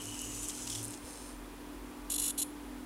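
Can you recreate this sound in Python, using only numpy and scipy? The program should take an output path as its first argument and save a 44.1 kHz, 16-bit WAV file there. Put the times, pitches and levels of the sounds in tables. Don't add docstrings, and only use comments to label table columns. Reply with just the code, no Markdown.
import sys
import numpy as np
from scipy import signal
from scipy.fft import rfft, irfft, next_fast_len
from scipy.io import wavfile
from scipy.ndimage import map_coordinates

SR = 44100
rng = np.random.default_rng(int(sys.argv[2]) if len(sys.argv) > 2 else 0)


def materialize(psi):
    bounded = np.clip(np.atleast_2d(psi).T, -1, 1)
    quanta = np.round(bounded * 32767).astype(np.int16)
    wavfile.write(sys.argv[1], SR, quanta)


def voltage_ratio(decibels):
    exponent = np.asarray(decibels, float) / 20
    return 10 ** exponent


N = 125685

# t/s, level/dB, knock rate [1/s], far-side share [0-1]
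GEAR_DRIVE = [(0, -47.5, 162, 0.24), (.15, -47, 154, 0.24), (.27, -46, 170, 0), (.36, -44, 234, 0.06),
              (.45, -44.5, 220, 0.03), (.54, -46.5, 220, 0.5), (.65, -47.5, 183, 0.17),
              (.8, -48.5, 152, 0.62), (.83, -50.5, 195, .9), (.93, -49.5, 170, 0.7), (.97, -57.5, 160, 0.7),
              (1.02, -58, 175, 1), (1.07, -50.5, 140, 0.9), (1.17, -51.5, 110, 0.9),
              (1.21, -51.5, 120, 0.84), (1.33, -56, 80, 1), (1.42, -77, 100, 0.9)]
# f/Hz, width/Hz, level/dB
NEAR_SIDE = [(5320, 68, -13), (6110, 86, 1.5), (6700, 70, 0), (7250, 60, 3.5), (7860, 94, 2.5),
             (8170, 82, 0.5), (8900, 120, -2), (9900, 180, 0), (10400, 160, -3.5), (11500, 570, -3.5)]
# f/Hz, width/Hz, level/dB
FAR_SIDE = [(4080, 210, -4), (5330, 220, 1), (6270, 190, -2.5), (7500, 390, 0), (8620, 940, 2.5),
            (9700, 1140, 5), (11060, 170, -7), (11100, 900, -6)]
# f/Hz, level/dB
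SHELL_COLOUR = [(1500, -29), (2600, -1), (4200, -6.5), (6000, -3.5), (9500, -7.5), (12000, -9),
                (15500, -23)]
# t/s, length/s, extra level/dB
GEAR_SNAGS = [(0.144, 0.0045, 11), (.445, 0.011, 5.5), (0.5, 0.014, 10.5), (0.579, .008, 6),
              (0.616, 0.065, 4), (.69, .05, 4.5), (0.675, 0.0091, 11.5), (0.702, 0.008, 9),
              (0.72, 0.0074, 9.5), (0.732, .014, 8.5), (.755, .014, 11), (0.767, 0.12, 7.5),
              (0.854, 0.024, 4.5), (0.942, 0.018, 9.5)]
# f/Hz, width/Hz, level/dB
SNAGGED_BODY = [(3300, 730, -1), (4960, 630, 0), (5980, 720, 1.5), (6900, 410, 5.5), (9070, 2400, 2)]
# t/s, f/Hz, level/dB, breadth [0-1]
PINION = [(0, 2930, -49.5, 0.7), (.05, 2990, -61.5, 0.5), (.08, 2950, -52, 0.3), (.14, 2960, -52, .3),
          (.17, 2960, -57, 0.4), (.23, 2900, -52, 0.3), (.28, 2880, -56, 0.25), (.36, 2910, -56.5, .3),
          (.44, 3000, -59, 0.5), (.49, 3120, -60, 0.8), (.55, 3150, -62, .6), (.62, 3220, -62, .6),
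          (.78, 3290, -62, .9), (.86, 3300, -75, 0.8)]
# t/s, f/Hz, level/dB, breadth [0-1]
CROWN_MESH = [(.16, 6800, -75, .4), (.21, 6850, -56, .3), (.33, 6880, -52, .25), (.43, 7050, -51, .3),
              (.47, 7150, -58, .4), (.53, 7200, -75, .4)]
# t/s, f/Hz, level/dB, breadth [0-1]
CROWN_MESH_UPPER = [(.26, 7800, -75, .3), (.31, 7860, -55, .2), (.4, 7900, -66, .3), (.46, 8150, -62, 0.26),
                    (.54, 8200, -75, 0.48)]
# t/s, f/Hz, level/dB, breadth [0-1]
GEAR_CHATTER = [(0.301, 9300, -75, .5), (.35, 9350, -57, .4), (.41, 9450, -50, .4), (.44, 9550, -48, .4),
                (.47, 9600, -74, 0.73)]
# t/s, f/Hz, level/dB, breadth [0-1]
SLIPPING_BEARING = [(.62, 12600, -77.5, .9), (.7, 13300, -69, .95), (.78, 13800, -66.5, .9),
                    (.84, 14400, -68, .9), (.88, 14800, -86, .9)]
# t/s, peak level/dB, centre f/Hz
TOOTH_KNOCKS = [(0.0192, -32, 9600), (0.041, -35, 9500), (0.055, -31.5, 8100), (0.055, -32, 7900),
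                (.069, -35.5, 7800), (.113, -37, 9000), (.191, -29, 7000), (0.2164, -28.5, 9400),
                (0.43, -29, 8700), (0.442, -28.5, 8440), (0.452, -33, 9700), (0.4796, -33, 7500),
                (.485, -25, 9200), (0.4895, -30.5, 8400), (0.496, -38, 7500), (.504, -38, 8550),
                (0.55, -34, 6500), (.574, -39, 7500), (0.8286, -28, 9400), (0.833, -33, 9000),
                (0.839, -30, 8600), (0.8455, -27, 10000), (.852, -27.5, 9300), (.86, -38, 9000),
                (0.8807, -33, 9000), (.907, -32.5, 8800), (.9395, -35, 7500), (0.963, -44, 7960),
                (.974, -41, 7500)]
# t/s, level/dB
TYRE_ROLL = [(0, -62), (.1, -54.5), (.19, -75), (.3, -55), (.42, -55), (.5, -69), (.65, -57.5), (.8, -50.5),
             (.92, -58.5), (1, -67), (1.1, -87)]
# start t/s, loudest t/s, end t/s, f/Hz, width/Hz, level/dB
MOTOR_COAST = (.98, 1.15, 1.33, 470, 70, -58)
# t/s, length/s, level/dB
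SERVO_BUZZES = [
    (2.0946, 0.07, -36.5),
    (2.1745, 0.134, -35.5),
    (2.3735, 0.058, -35.5),
]
# f/Hz, width/Hz, level/dB
SERVO_CASE = [(2880, 290, -8.5), (3470, 120, -4.5), (4060, 260, -6), (5490, 350, -9), (6940, 360, -0.5),
              (7500, 360, -5.5), (8070, 350, -2), (8940, 370, -2.5), (9600, 420, -1), (10100, 250, 0.5),
              (10300, 270, 1.5), (10990, 390, 2.5), (11360, 380, 1), (14200, 4500, -18)]
# t/s, depth/dB
POWER_SAGS = [(2.112, 6), (2.133, 9), (2.153, 9), (2.192, 6), (2.2125, 11), (2.232, 5), (2.2515, 6),
              (2.2735, 9), (2.292, 8), (2.303, 4), (2.311, 5), (2.395, 3), (2.411, 10)]
# f/Hz, width/Hz, level/dB
APPLIANCE_HUM = [(197.5, 16, -64), (293.2, 1.24, -47.5), (332, 5.06, -64.5), (378, 9.54, -67.5),
                 (842, 4.84, -66.5), (957, 33, -62.5), (1166, 2.8, -70.5), (2444, 2.3, -72)]
# f/Hz, level/dB
WARMING_APPLIANCE = (251.5, -56)
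# t/s, level/dB
DISTANT_RUMBLE = [(0.0, -58), (0.45, -52), (0.48, -64), (0.75, -51), (0.78, -69.5), (1.42, -49),
                  (1.73, -58.5), (1.76, -51), (1.89, -53), (1.93, -69), (2.01, -50), (2.49, -60),
                  (2.67, -50.5), (2.85, -56)]
# f/Hz, level density [dB per Hz]
ROOM_AIR = [(25, -14), (45, 0.5), (75, -5.5), (105, -5), (145, -11), (330, 0), (600, -9.5), (1000, -8.5),
            (2000, -15), (6000, -23.5)]
# f/Hz, width/Hz, level/dB
MIC_PEAK = (10200, 1100, -69.5)

RISE_S = .0008


def drive():
    effort_db, rate, far = curves(GEAR_DRIVE)
    far = np.clip(far, 0, 1)
    t = np.arange(N) / SR
    level = voltage_ratio(effort_db + wobble(29.95))

    knock_t60_s, knock_share, far_share = .011, .5, .3
    ring = t[:SR // 20]
    decay = voltage_ratio(-60 * ring / knock_t60_s) * (1 - np.exp(-ring / RISE_S))
    knocks = pulses(rate, jitter=.04, scatter_db=2)
    bursts = unit(signal.fftconvolve(knocks, decay)[:N])

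    def force(share):
        return np.sqrt(share * bursts ** 2 + 1 - share) * rng.standard_normal(N)

    def side(peaks, widen):
        return lambda f: (body(peaks, widen)(f) + 0.22) * along(SHELL_COLOUR, f)

    def snag_response(f):
        return body(SNAGGED_BODY)(f) * steep(f, 1200) * (1 - steep(f, 11000))

    near_whirr = through(force(knock_share), level * np.sqrt(1 - far), side(NEAR_SIDE, 2))
    far_whirr = through(force(far_share), level * np.sqrt(far), side(FAR_SIDE, 1))
    snag = sum((voltage_ratio(db) - 1) * np.exp(-((t - s) / (.5 * length)) ** 4) for s, length, db in GEAR_SNAGS)
    snagging = through(force(far_share), level * snag * voltage_ratio(-1), snag_response)
    return near_whirr + far_whirr + snagging


def whine(rows):
    hz, level_db, breadth = curves(rows)
    breadth = np.clip(breadth, 0, 1)
    turn = np.exp(2j * np.pi * np.cumsum(hz) / SR)

    def shake(rate):
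        return wobble(rate) + 1j * wobble(rate)

    clean = np.sqrt(1 - breadth) * (.5 + shake(130))
    smeared = np.sqrt(breadth) * shake(600)
    return voltage_ratio(level_db) * unit((turn * (clean + smeared)).real)


def ticks():
    width_hz, t60_s, top_hz = 5000, .008, 11500
    out = np.zeros(N)
    t = np.arange(SR // 50) / SR
    f = np.fft.rfftfreq(len(t), 1 / SR)
    softening = (1 + 1j * f / top_hz - (f / top_hz) ** 2) ** 3
    envelope = voltage_ratio(-60 * t / t60_s) * (1 - np.exp(-t / RISE_S))
    for s, db, hz in TOOTH_KNOCKS:
        rattle = envelope * rng.standard_normal(len(t))
        colour = body([(hz, width_hz, 0)])(f) ** 2 / softening
        click = irfft(rfft(rattle) * colour, len(t))
        out[round(s * SR):][:len(t)] += voltage_ratio(db) * click / np.abs(click).max()
    return out


def wheels():
    roll_hz, roll_width_hz = 109.5, 8
    bump_s, bump_db, bump_hz, bump_t60_s = 1.04, -41, 62, .14
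    level_db, = curves(TYRE_ROLL)
    t = np.arange(N) / SR
    tone = np.sqrt(2) * np.sin(2 * np.pi * np.cumsum(roll_hz + 3 * wobble(4.3)) / SR)
    roll = voltage_ratio(level_db) * (1.02 * tone + 0.71 * narrow(roll_hz, roll_width_hz))

    since = np.clip(t - bump_s, 0, None)
    bump = voltage_ratio(bump_db - 60 * since / bump_t60_s) * np.sin(2 * np.pi * bump_hz * since)

    *times, coast_hz, coast_width_hz, coast_db = MOTOR_COAST
    coast = np.interp(t, times, [0, 1, 0]) * voltage_ratio(coast_db) * narrow(coast_hz, coast_width_hz)
    return roll + bump + coast


def servo():
    attack_s, release_s, sag_s = .007, .008, .0045
    teeth_per_s, tooth_t60_s = 800., .004
    t = np.arange(N) / SR
    gate = np.zeros(N)
    for s, length, db in SERVO_BUZZES:
        attack = np.clip((t - s) / attack_s, 0, 1) ** 2
        release = np.exp(-3 * np.clip(t - s - length, 0, None) / release_s)
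        gate += voltage_ratio(db) * attack * release
    dip_db = -sum(db * np.exp(-((t - s) / sag_s) ** 2) for s, db in POWER_SAGS)
    level = gate * voltage_ratio(dip_db + 4.5 + 0.31 * wobble(35.0))

    teeth = pulses(np.full(N, teeth_per_s), jitter=.4, scatter_db=2)
    envelope = signal.fftconvolve(teeth, voltage_ratio(-60 * t[:SR // 100] / tooth_t60_s))[:N]
    rattle = envelope * rng.standard_normal(N)
    force = unit(rattle) + rng.standard_normal(N)
    return through(force, level, lambda f: (body(SERVO_CASE)(f) + 0.025) * steep(f, 2160))


def room(x):
    t60_s = .3
    t = np.arange(SR // 2) / SR
    tail = rng.standard_normal(len(t)) * voltage_ratio(-60 * t / t60_s)
    wet = signal.fftconvolve(x, tail / np.linalg.norm(tail))[:N]
    return filtered(wet, lambda f: .5 + body([(10200, 1800, 0)])(f))


def appliances():
    t = np.arange(N) / SR
    hum = np.zeros(N)
    for hz, width, db in APPLIANCE_HUM:
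        sway = voltage_ratio(.8 * wobble(width))
        tone = np.sin(2 * np.pi * hz * t + .5 * wobble(width)) * sway
        hum += voltage_ratio(db) * (0.9 * tone + .25 * narrow(hz, 4 * width))
    hz, db = WARMING_APPLIANCE
    growing = voltage_ratio(db + 1.8 * t + 2.76 * wobble(6.4))
    return hum + growing * np.sin(2 * np.pi * hz * t + wobble(2.9))


def distant_machine():
    level_db, = curves(DISTANT_RUMBLE)
    turn = np.cumsum(47.2 + 2.5 * wobble(8)) / SR
    return voltage_ratio(level_db) * np.sqrt(2) * np.sin(2 * np.pi * turn)


def air_and_hiss():
    def air_response(f):
        return along(ROOM_AIR, f) * (f > 20) / (1 + (f / 7000) ** 2)

    air = voltage_ratio(-51 + 0.063 * wobble(5.3)) * unit(filtered(rng.standard_normal(N), air_response))
    hz, width_hz, db = MIC_PEAK
    return air + voltage_ratio(-60) * rng.standard_normal(N) + voltage_ratio(db) * narrow(hz, width_hz)


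def unit(x):
    return x / np.sqrt(np.mean(x ** 2) + 1e-20)


def curves(rows):
    s, *cols = np.transpose(rows)
    return [np.interp(np.arange(N) / SR, s, c) for c in cols]


def wobble(rate):
    knots = rng.standard_normal(int(N * rate / SR) + 4)
    return map_coordinates(knots, [np.arange(N) * rate / SR])


def filtered(x, response):
    m = next_fast_len(N + SR // 2)
    return irfft(rfft(x, m) * response(np.fft.rfftfreq(m, 1 / SR)), m)[..., :N]


def along(points, hz):
    f, v = np.transpose(points)
    return voltage_ratio(np.interp(np.log(hz + 1), np.log(f + 1), v))


def body(peaks, widen=1):
    def response(f):
        total = 0
        for k, (centre, width, db) in enumerate(peaks):
            damping = 1j * f * width * widen
            total = total + (-1) ** k * voltage_ratio(db) * damping / (centre * centre - f * f + damping)
        return total
    return response


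def steep(f, hz):
    return (f / hz) ** 4 / (1 + (f / hz) ** 4)


def through(force, level, response):
    shaped, reference = filtered(np.array([force * level, force]), response)
    return shaped / np.std(reference)


def pulses(rate, jitter, scatter_db):
    at = np.flatnonzero(np.diff(np.floor(np.cumsum(rate / SR))))
    draw = np.clip(rng.standard_normal((N // 8, 2))[:len(at)], -2, 2)
    shift = (jitter * draw[:, 0] * SR / rate[at]).astype(int)
    return np.bincount(np.clip(at + shift, 0, N - 1), voltage_ratio(scatter_db * draw[:, 1]), N)


def narrow(hz, width_hz):
    resonance = body([(hz, width_hz, 0)])
    return unit(filtered(rng.standard_normal(N), lambda f: resonance(f) ** 2))


def scene():
    tones = (PINION, CROWN_MESH, CROWN_MESH_UPPER, GEAR_CHATTER, SLIPPING_BEARING)
    truck = drive() + sum(map(whine, tones)) + ticks() + servo()
    background = appliances() + distant_machine() + air_and_hiss()
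    return (truck + voltage_ratio(-17) * room(truck) + wheels() + background)[None]


def band_limit(x):
    return signal.sosfilt(signal.butter(12, 15840, fs=SR, output="sos"), x)


def record(dry):
    top_hz = 15830
    mix = filtered(dry, lambda f: f < top_hz)
    return band_limit(mix)


dry = scene()
out = record(dry)
materialize(out)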